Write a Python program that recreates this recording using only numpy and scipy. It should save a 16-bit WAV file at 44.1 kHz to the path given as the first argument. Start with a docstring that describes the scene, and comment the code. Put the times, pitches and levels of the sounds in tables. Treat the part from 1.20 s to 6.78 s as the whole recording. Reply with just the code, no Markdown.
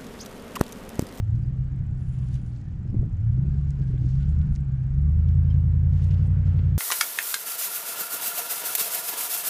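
"""A V8 off-roader crawls up a dirt gully in open scrub, some way off. From the start its exhaust booms
and lopes over a low rumble, with a faint high ticking throughout. On a first dab of throttle the tyres
crunch grit, dry brush scrapes, twigs snap and something squeaks. Low thumps and muffled buffets follow,
like wind on the microphone, and the drivetrain whines faintly through two more dabs. Last comes a long
steady pull, the engine bay opening up as the truck noses out of the gully."""
import sys
import numpy as np
from scipy import signal
from scipy.fft import rfft, irfft, next_fast_len
from scipy.io import wavfile
from scipy.ndimage import uniform_filter1d, map_coordinates

SR = 44100
rng = np.random.default_rng(int(sys.argv[2]) if len(sys.argv) > 2 else 0)


def generate_wav(signal):
    """Clip the signal to [-1, 1] and save it as 16-bit WAV at the path in sys.argv[1]."""
    frames = np.transpose(np.atleast_2d(signal))
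    scaled = np.clip(frames, -1, 1) * 32767
    pcm = np.round(scaled).astype(np.int16)
    wavfile.write(sys.argv[1], SR, pcm)


N = 246078
FIRINGS = 8  # per engine cycle


def amp(db):
    """Decibels to gain."""
    return 10 ** (np.asarray(db) / 20)


def unit(x):
    """Scale to rms 1."""
    return x / np.sqrt(np.mean(x ** 2) + 1e-20)


def eq_gain(points, hz):
    """Gain at hz of an EQ curve drawn through (Hz, dB) points on a log axis."""
    point_hz, db = np.transpose(points)
    return amp(np.interp(np.log(hz + 1), np.log(point_hz + 1), db))


def automation(rows):
    """One value per sample, in straight ramps between (seconds, value) rows."""
    times, values = np.transpose(rows)
    return np.interp(np.arange(N) / SR, times, values)


def wobble(rate):
    """A smooth random curve, rate knots a second."""
    knots = rng.standard_normal(int(N * rate / SR) + 4)
    return map_coordinates(knots, [np.arange(N) * rate / SR])


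def swells(rows, steady_db):
    """Gain of a steady bed with bell-shaped swells, from (centre s, half length s, dB) rows."""
    t = np.arange(N) / SR
    power = sum(amp(db) ** 2 * np.exp(-((t - s) / half) ** 2) for s, half, db in rows)
    return np.sqrt(amp(steady_db) ** 2 + power)


def filtered(x, response):
    """Filter x by a gain given as a function of Hz."""
    size = next_fast_len(len(x) + 8192)
    return irfft(rfft(x, size) * response(np.fft.rfftfreq(size, 1 / SR)), size)[:len(x)]


def coloured(x, eq):
    """x through an EQ curve, at rms 1."""
    return unit(filtered(x, lambda hz: eq_gain(eq, hz)))


def patchy(x, depth_db):
    """Let each narrow band of x swell and fade on its own."""
    bands = signal.stft(x, nperseg=1024)[2]
    drift = uniform_filter1d(rng.standard_normal(bands.shape), size=3, axis=0)
    drift = uniform_filter1d(drift, size=7, axis=1)
    return unit(signal.istft(bands * amp(depth_db * unit(drift)), nperseg=1024)[1][:len(x)])


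def crackle(grains_per_s, spread_db, hiss, low_hz=700, top_hz=11500, grain_t60=0.003):
    """Dense tiny cracks of uneven size, each ringing briefly at its own pitch, on a soft hiss."""
    when, pitch, size = rng.random((int(grains_per_s * N / SR), 3)).T[:, :, None]
    n = np.arange(int(grain_t60 * SR))
    gains = amp(spread_db * np.minimum(-np.log(1 - size), 4))  # many small, a few large
    hz = low_hz + (top_hz - low_hz) * pitch
    grains = gains * amp(-60 * n / len(n)) * np.sin(2 * np.pi * hz * n / SR)
    positions = (when * N).astype(int) + n
    cracks = np.bincount(positions.ravel(), grains.ravel(), N)[:N]
    return unit(cracks) + hiss * rng.standard_normal(N)


def add(track, s, sound):
    """Mix a sound into the track from s seconds on."""
    part = track[max(round(s * SR), 0):][:len(sound)]
    part += sound[:len(part)]


def loping_tone(order, cycle, far_gain=0.6, far_late_cycles=0.05, weak_gain=0.5):
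    """One exhaust harmonic, phased by banks taking unequal turns, a longer pipe and a weak cylinder."""
    far_bank = np.array([0, 1, 1, 0, 1, 0, 0, 1])  # firings that take the longer pipe
    pulses = np.where(far_bank, far_gain, 1.0)
    pulses[0] *= weak_gain
    arrivals = np.arange(FIRINGS) / FIRINGS + far_late_cycles * far_bank
    phase = np.angle(np.sum(pulses * np.exp(-2j * np.pi * order * arrivals)))
    return -np.sqrt(2) * np.cos(2 * np.pi * order * cycle + phase)


def exhaust(cycle, cycle_hz, boom_db=-0.2, weak_db=-2.3, weak_load=0.43, low_rev_db=-3, settle_hz=24):
    """Harmonics swell as the revs carry them across the pipe's resonances, and throb once a cycle."""
    # The strong harmonics, as multiples of the engine cycle.
    strong_orders = [5, 8, 11, 13, 16]
    # Their boom in the pipe. Each row: firings per second, then relative levels in dB for the
    # low lope, the firing note, the middle lope, the high lope and the firing octave.
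    boom = [(51.8, -57.5, -42.5, -51, -27.5, -28), (57.9, -45.5, -34.5, -31, -40, -25),
            (59, -42, -32.5, -34.5, -43.5, -25.5), (67.6, -32.5, -30, -45.5, -47, -25),
            (72.56, -31, -23, -38, -59, -26), (76.3, -27.5, -19.5, -35, -38, -31),
            (83.9, -28, -21, -29.5, -25.5, -36), (90.8, -26.5, -21, -29, -27, -44)]
    # Weak harmonics from unequal cylinders. Each row: multiple of the cycle, relative level in dB.
    weak_orders = [(6, -41.5), (7, -27.5), (9, -43), (10, -34.5), (12, -35.5), (14, -30.5), (15, -42.5),
                   (17, -41.5), (18, -34.5), (19, -39.5), (20, -35.5), (21, -41), (22, -38.5), (23, -43.5),
                   (24, -37.5), (25, -43)]
    # Silencer and tailpipe EQ. Each row: frequency in Hz, gain in dB.
    pipe_eq = [(30, -13), (62, -10), (80, -2), (100, -4), (120, -10), (143, -3), (160, -4), (190, -12),
               (215, -10.5), (229, -8.5), (242, -30), (400, -31.5)]
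    # Load drops at lift-off and jumps at the pick-up. Each row: time in seconds, gain in dB.
    load = [(0, 2.5), (.35, -3), (.75, -6.5), (1.15, -2.5), (1.33, -12.5), (1.97, -10), (2.03, 3.5),
            (2.5, -2.5), (2.92, 2), (3.3, -4.5), (3.72, 0.5), (4.3, 0.5), (5.58, -1.5)]
    load_db = automation(load)
    firing_hz = FIRINGS * cycle_hz
    # Combustion is uneven at low revs and settles as the engine speeds up.
    unsettled = np.exp((firing_hz.min() - firing_hz) / settle_hz)
    waver_db, rough_db, burble_db = 1.0, 2.5, 2.0
    speeds, *levels = np.transpose(boom)
    out = np.zeros(N)
    for order, db in zip(strong_orders, levels):
        level_db = np.interp(firing_hz, speeds, db) + load_db + boom_db
        out += amp(level_db + waver_db * unsettled * wobble(14)) * loping_tone(order, cycle)
    for order, db in weak_orders:
        level_db = db + weak_db + weak_load * load_db
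        stumble_db = unsettled * (low_rev_db + rough_db * wobble(11))
        out += amp(level_db + stumble_db) * eq_gain(pipe_eq, order * cycle_hz) * loping_tone(order, cycle)
    return amp(burble_db * unsettled * wobble(20)) * out


def rasp(cycle, cycle_hz, rasp_db=-64, db_per_hz=2, octave_db=-9, rough_db=3, jitter_turns=0.085):
    """Rough high engine harmonics, fading by the octave and growing with the revs."""
    orders = np.arange(33, 54)
    out = np.zeros(N)
    for order in orders:
        turns = order * cycle + rng.random() + jitter_turns * wobble(12)
        level_db = octave_db * np.log2(order / orders[0]) + rough_db * rng.standard_normal()
        out += amp(level_db) * np.sin(2 * np.pi * turns)
    return amp(rasp_db + db_per_hz * (cycle_hz - cycle_hz.max())) * out


def engine_bay(cycle, cycle_hz, bay_db=-57.0, db_per_hz=0.84, throb_depth=0.12):
    """Fan and valve noise, louder with the revs and throbbing with each firing."""
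    # A broad midrange rush. Each row: frequency in Hz, relative level in dB.
    bay_eq = [(300, -4.5), (550, 1), (800, 2), (1030, -1), (1300, 1), (1550, 0.5), (1800, -2), (2200, -5),
              (3000, -11), (4500, -21), (8500, -30), (10500, -47.5), (12000, -62)]
    # The bay opens up as the truck leaves the gully. Each row: time in seconds, gain in dB.
    opening = [(4.65, -5.5), (4.95, -2.5), (5.38, -1.5), (5.58, -3.5)]
    throb = 1 + throb_depth * np.cos(2 * np.pi * FIRINGS * cycle)
    rush = patchy(rng.standard_normal(N), depth_db=2.0)
    level_db = bay_db + db_per_hz * (cycle_hz - cycle_hz.mean()) + automation(opening)
    return amp(level_db) * coloured(throb * rush, bay_eq)


def rumble(roll_db=-35, shake_db=-55, lumps_db=0.5):
    """Low rumble and the body's shudder; both swell as the truck lurches over rough ground."""
    # Each row: centre in seconds, half length in seconds, rumble in dB, shudder in dB.
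    lurches = [(0.306, 0.16, -37, -51), (0.677, 0.064, -28.5, -56), (1.44, 0.52, -37, -57.5),
               (1.814, 0.088, -25.5, -50.5), (2.24, 0.11, -27, -51.5), (2.622, 0.03, -29, -48.5),
               (2.784, 0.1, -34.5, -49), (3.046, 0.13, -30.5, -58), (3.255, 0.077, -24, -57),
               (3.83, 0.12, -29, -53), (5.498, 0.16, -45, -49.5)]
    # Deep rumble, low-mid shudder. Each row: frequency in Hz, relative level in dB.
    rumble_eq = [(10, -9), (24, 11.5), (40, 11.5), (62, 8), (85, 13.5), (120, 13), (165, 8), (205, 2.5),
                 (250, -12), (450, -64.5), (2000, -120)]
    shudder_eq = [(90, -15.5), (170, -3), (230, 2), (285, 4.5), (330, -1.5), (400, -10), (520, -14),
                  (700, -25), (1100, -37), (2500, -68.5), (6000, -120)]
    roll = swells([(s, half, db) for s, half, db, _ in lurches], roll_db)
    shake = swells([(s, half, db) for s, half, _, db in lurches], shake_db)
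    low = coloured(rng.standard_normal(N), rumble_eq)
    lumps = amp(lumps_db * wobble(60))
    shudder = coloured(lumps * rng.standard_normal(N), shudder_eq)
    return roll * low + shake * shudder


def still_air(air_db=-67):
    """The steady hush of still air over the scrub."""
    # Each row: frequency in Hz, relative level in dB.
    air_eq = [(200, 4.5), (400, 2.5), (780, 8.5), (1100, -7), (2000, -10.5), (3800, -18), (7000, -18.5),
              (9800, -32), (12000, -54)]
    return amp(air_db) * coloured(rng.standard_normal(N), air_eq)


def ticking(tick_db=-69.0, per_s=27.0, scatter_s=0.0035, centre_hz=7400, sweep_hz=400, width_s=0.0014):
    """Faint, slightly fuzzy rising chirps, high up, at a nearly even pace."""
    out, t = np.zeros(N), np.arange(-SR // 200, SR // 200) / SR
    envelope = np.exp(-0.5 * (t / width_s) ** 2)
    for i, (late, size, pitch) in enumerate(rng.standard_normal((int(N / SR * per_s), 3))):
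        hz = centre_hz * (1 + 0.025 * pitch) + sweep_hz * t / width_s
        fuzz = np.cumsum(0.34 * uniform_filter1d(rng.standard_normal(len(t)), size=12))
        chirp = envelope * np.sin(2 * np.pi * np.cumsum(hz) / SR + fuzz)
        add(out, i / per_s + scatter_s * late, amp(tick_db + 2 * size) * chirp)
    return out


def tyre_crunch(stones_db=-81.0, gravel_db=-79.5):
    """Tyres grind coarse stones and fine gravel, louder where they bite into a patch of grit."""
    # Each row: centre in seconds, half length in seconds, stones in dB, gravel in dB.
    patches = [(.12, 0.14, -76, -79), (1.02, .14, -69.5, -76), (1.09, 0.013, -65, -68),
               (1.15, .034, -64.5, -66.5), (1.37, 0.057, -76, -72.5), (2.42, 0.096, -73, -73.5),
               (2.68, 0.13, -72, -73.5), (2.89, 0.064, -71, -67.5), (3.02, 0.078, -68, -71),
               (3.22, 0.12, -75.5, -77.5), (4.07, 0.08, -74, -84), (4.32, .036, -67, -76.5),
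               (4.82, .06, -64, -66.5), (4.925, 0.018, -62, -66.5), (5.0, 0.053, -67.5, -70),
               (5.275, 0.019, -65, -68.5), (5.4, 0.1, -67.5, -74.5)]
    # Darker stones, brighter gravel. Each row: frequency in Hz, relative level in dB.
    stones_eq = [(600, -16.5), (1800, 2.5), (3000, 6.5), (4200, -3), (6000, -15.5), (9000, -26.5),
                 (12500, -49.5)]
    gravel_eq = [(1500, -23.5), (3000, -10), (4200, 0), (5300, -1), (7000, -4), (8200, -10.5), (9500, -10),
                 (10500, -27), (12500, -47.5)]
    stones = coloured(crackle(grains_per_s=3000, spread_db=3.0, hiss=0.75), stones_eq)
    gravel = coloured(crackle(grains_per_s=3500, spread_db=3.0, hiss=0.75), gravel_eq)
    stones *= swells([(s, half, db) for s, half, db, _ in patches], stones_db)
    gravel *= swells([(s, half, db) for s, half, _, db in patches], gravel_db)
    return stones + gravel


def brush_scrape(rustle_db=-91):
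    """Dry stems sweep along the body with a fine, bright scrape."""
    # Each row: centre in seconds, half length in seconds, level in dB.
    sweeps = [(.2, 0.07, -80), (.92, 0.099, -72.5), (1.11, 0.098, -72), (1.27, 0.027, -74.5),
              (3.11, 0.011, -73), (3.345, 0.019, -70), (4.84, 0.087, -74.5), (5.07, 0.011, -71)]
    # The bristly top end. Each row: frequency in Hz, relative level in dB.
    stems_eq = [(3000, -24.5), (6000, -5), (7400, 0.5), (8200, -9.5), (9000, 2), (9800, 0.5),
                (10600, -12.5), (12500, -21.5)]
    stems = coloured(crackle(grains_per_s=3000, spread_db=3.7, hiss=0.55), stems_eq)
    return swells(sweeps, rustle_db) * stems


def snaps(tail_t60=0.031):
    """Each snap is one crack with a brief splintering tail: thin twigs bright, stones dull."""
    # Each row: start in seconds, peak in dB, low cut in Hz, high cut in Hz, tail in dB re the crack.
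    breaks = [(0.158, -51, 3000, 7100, -22), (0.99, -48, 3500, 9600, -18), (1.086, -44, 1800, 9500, -21),
              (1.132, -46, 4000, 12400, -18), (1.142, -46, 3000, 9000, -15),
              (1.155, -43, 2500, 9000, -18.5), (1.264, -48, 4000, 10000, -21),
              (1.362, -52, 3030, 6070, -17), (2.5067, -37.5, 4500, 8700, -29),
              (2.616, -51, 2500, 6000, -20), (2.777, -49.5, 1210, 4000, -18.5),
              (3.092, -46, 4500, 10000, -23), (3.188, -47, 4450, 8100, -25), (3.215, -44, 1500, 4600, -23),
              (3.328, -50, 4500, 10100, -26), (3.3537, -40, 4400, 6500, -34),
              (3.360, -35.5, 4400, 6900, -30), (3.364, -46.5, 990, 2980, -14),
              (4.087, -46, 2540, 5500, -21), (4.733, -48, 1800, 8000, -15), (4.822, -52, 2500, 6500, -4),
              (4.842, -48, 3000, 9000, -6), (4.908, -46, 2000, 5960, 0), (4.943, -47.5, 2000, 4960, -5.5),
              (5.074, -52.5, 5030, 10000, -19.5), (5.392, -36.5, 900, 3900, -22.5)]
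    out, t = np.zeros(N), np.arange(SR // 16) / SR
    lead = SR // 200  # room for the filter to ring ahead of the crack
    for s, db, low_hz, top_hz, tail_db in breaks:
        burst = (t == 0) + amp(tail_db - 60 * t / tail_t60) * rng.standard_normal(len(t))
        band = lambda hz: 1 / (1 + (low_hz / (hz + 1)) ** 5) / (1 + (hz / top_hz) ** 8)
        crack = filtered(np.pad(burst, (lead, 0)), band)
        add(out, s - lead / SR, amp(db) * crack / np.abs(crack).max())
    return out


def squeaks():
    """Brief wavering squeaks as something rubs."""
    # Each row: centre in seconds, peak in dB, pitch in Hz, width in seconds, waver as a share of pitch.
    rubs = [(0.24, -69, 4950, 0.0096, .06), (0.238, -78, 2610, .0096, 0.055),
            (1.70, -71, 5080, 0.012, 0.05), (1.70, -71, 2800, 0.012, .06),
            (2.08, -63.5, 1700, 0.013, 0.021), (2.64, -61, 1620, 0.013, 0.024),
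            (2.78, -63, 1590, .012, 0.032), (3.016, -61, 1458, 0.014, .012),
            (3.24, -61.5, 1460, 0.011, 0.024), (3.884, -62, 1167, 0.022, 0.019),
            (4.306, -68, 5160, 0.0064, 0.0088), (4.31, -55.5, 3120, 0.0064, 0.0092)]
    out, t = np.zeros(N), np.arange(N) / SR
    for s, db, hz, width, waver in rubs:
        turns = np.cumsum(hz * (1 + waver * wobble(500))) / SR
        envelope = np.exp(-0.5 * ((t - s) / width) ** 2)
        out += amp(db) * envelope * np.sin(2 * np.pi * turns)
    return out


def muffled_buffets(rise_s=0.0022, low_hz=210):
    """Flurries of gruff, muffled knocks, like wind gusts on the microphone."""
    # Each row: start in seconds, peak in dB, high cut in Hz, seconds to die away by 60 dB.
    buffets = [(1.652, -37.5, 340, .035), (1.699, -39, 400, 0.025), (1.723, -35, 280, 0.083),
               (1.746, -25.5, 300, 0.027), (1.761, -39, 330, .05), (1.812, -34, 320, 0.033),
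               (1.826, -30.5, 470, 0.068), (1.863, -39, 360, 0.11), (2.173, -39, 440, .06),
               (2.248, -34, 400, .055), (2.28, -37, 400, .045), (2.343, -36, 280, .06),
               (2.465, -43, 290, 0.055), (2.586, -42, 460, 0.023), (2.601, -36.5, 340, 0.058),
               (2.702, -36.5, 390, .035), (2.732, -34.5, 420, 0.1), (2.791, -44, 500, 0.027),
               (2.815, -33.5, 290, 0.038), (2.843, -38, 450, 0.043), (2.862, -34.5, 290, 0.034),
               (5.393, -38, 320, 0.019)]
    out, t = np.zeros(N), np.arange(SR // 6) / SR
    for s, db, top_hz, t60 in buffets:
        band = lambda hz: 1 / (1 + (low_hz / (hz + 1)) ** 4) / (1 + (hz / top_hz) ** 6) / (1 + hz / low_hz)
        envelope = amp(-60 * t / t60) * (1 - np.exp(-t / rise_s))
        knock = envelope * filtered(rng.standard_normal(len(t)), band)
        add(out, s, amp(db) * knock / np.abs(knock).max())
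    return out


def low_thumps(rise_s=0.004):
    """Deep, heavily damped thumps with a soft attack, like wind buffeting the microphone."""
    # Each row: start in seconds, peak in dB, pitch in Hz, seconds to die away by 60 dB.
    thumps = [(1.655, -35.5, 166, .05), (1.744, -12.5, 103, 0.018), (1.767, -19, 116, 0.035),
              (1.79, -13.5, 50, .055), (1.804, -19, 121, 0.12), (1.826, -26, 127, .08),
              (2.185, -28.5, 185.5, 0.1), (2.696, -28.5, 161, .045), (2.839, -36, 286, 0.093),
              (5.394, -25.5, 213, 0.017)]
    out, t = np.zeros(N), np.arange(SR // 4) / SR
    for s, db, hz, t60 in thumps:
        envelope = amp(-60 * t / t60) * (1 - np.exp(-t / rise_s))
        thump = -envelope * np.sin(2 * np.pi * hz * t)
        add(out, s, amp(db) * thump / np.abs(thump).max())
    return out


def whine(start_s=1.95, end_s=4.0, fade_s=0.083, whine_db=-75.0, waver=0.013, flutter_db=4):
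    """A faint unsteady two-note whine from the drivetrain while the truck strains."""
    # The two pitches in Hz.
    notes = [1444, 1615]
    out, t = np.zeros(N), np.arange(N) / SR
    for hz in notes:
        turns = np.cumsum(hz * (1 + waver * wobble(90))) / SR
        out += amp(whine_db + flutter_db * wobble(25)) * np.sin(2 * np.pi * turns)
    fade = np.clip(np.minimum(t - start_s, end_s - t) / fade_s, 0, 1)
    return fade * out


def scene():
    """A mono mix with no echo on open ground; the revs drive exhaust, rasp and engine bay."""
    # The throttle moves. Each row: time in seconds, firings per second.
    revs = [(0.0, 52.1), (0.3, 62.8), (0.5, 65.7), (1.15, 62.9), (1.96, 49.6), (2.26, 69.7), (2.47, 71.0),
            (2.83, 61.1), (3.16, 77.1), (3.28, 74.5), (3.61, 63.1), (4.03, 80.5), (4.19, 84.7),
            (4.58, 82.7), (4.94, 91.6), (5.24, 91.5), (5.58, 87.6)]
    cycle_hz = automation(revs) / FIRINGS
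    cycle = 0.73 + np.cumsum(cycle_hz) / SR  # starts partway through a cycle
    engine = exhaust(cycle, cycle_hz) + rasp(cycle, cycle_hz) + engine_bay(cycle, cycle_hz) + whine()
    low_end = rumble() + low_thumps() + muffled_buffets()
    crunch = tyre_crunch() + brush_scrape()
    clumps = amp(1.43 * wobble(70))  # grit and brush flicker together
    trail = clumps * crunch + snaps() + squeaks()
    return (engine + low_end + trail + ticking() + still_air())[None]


def record(dry, top_hz=12700):
    """A steep high cut takes off the very top of the mix."""
    return np.array([filtered(x, lambda hz: 1 / (1 + (hz / top_hz) ** 60)) for x in dry])


dry = scene()
out = record(dry)
generate_wav(out)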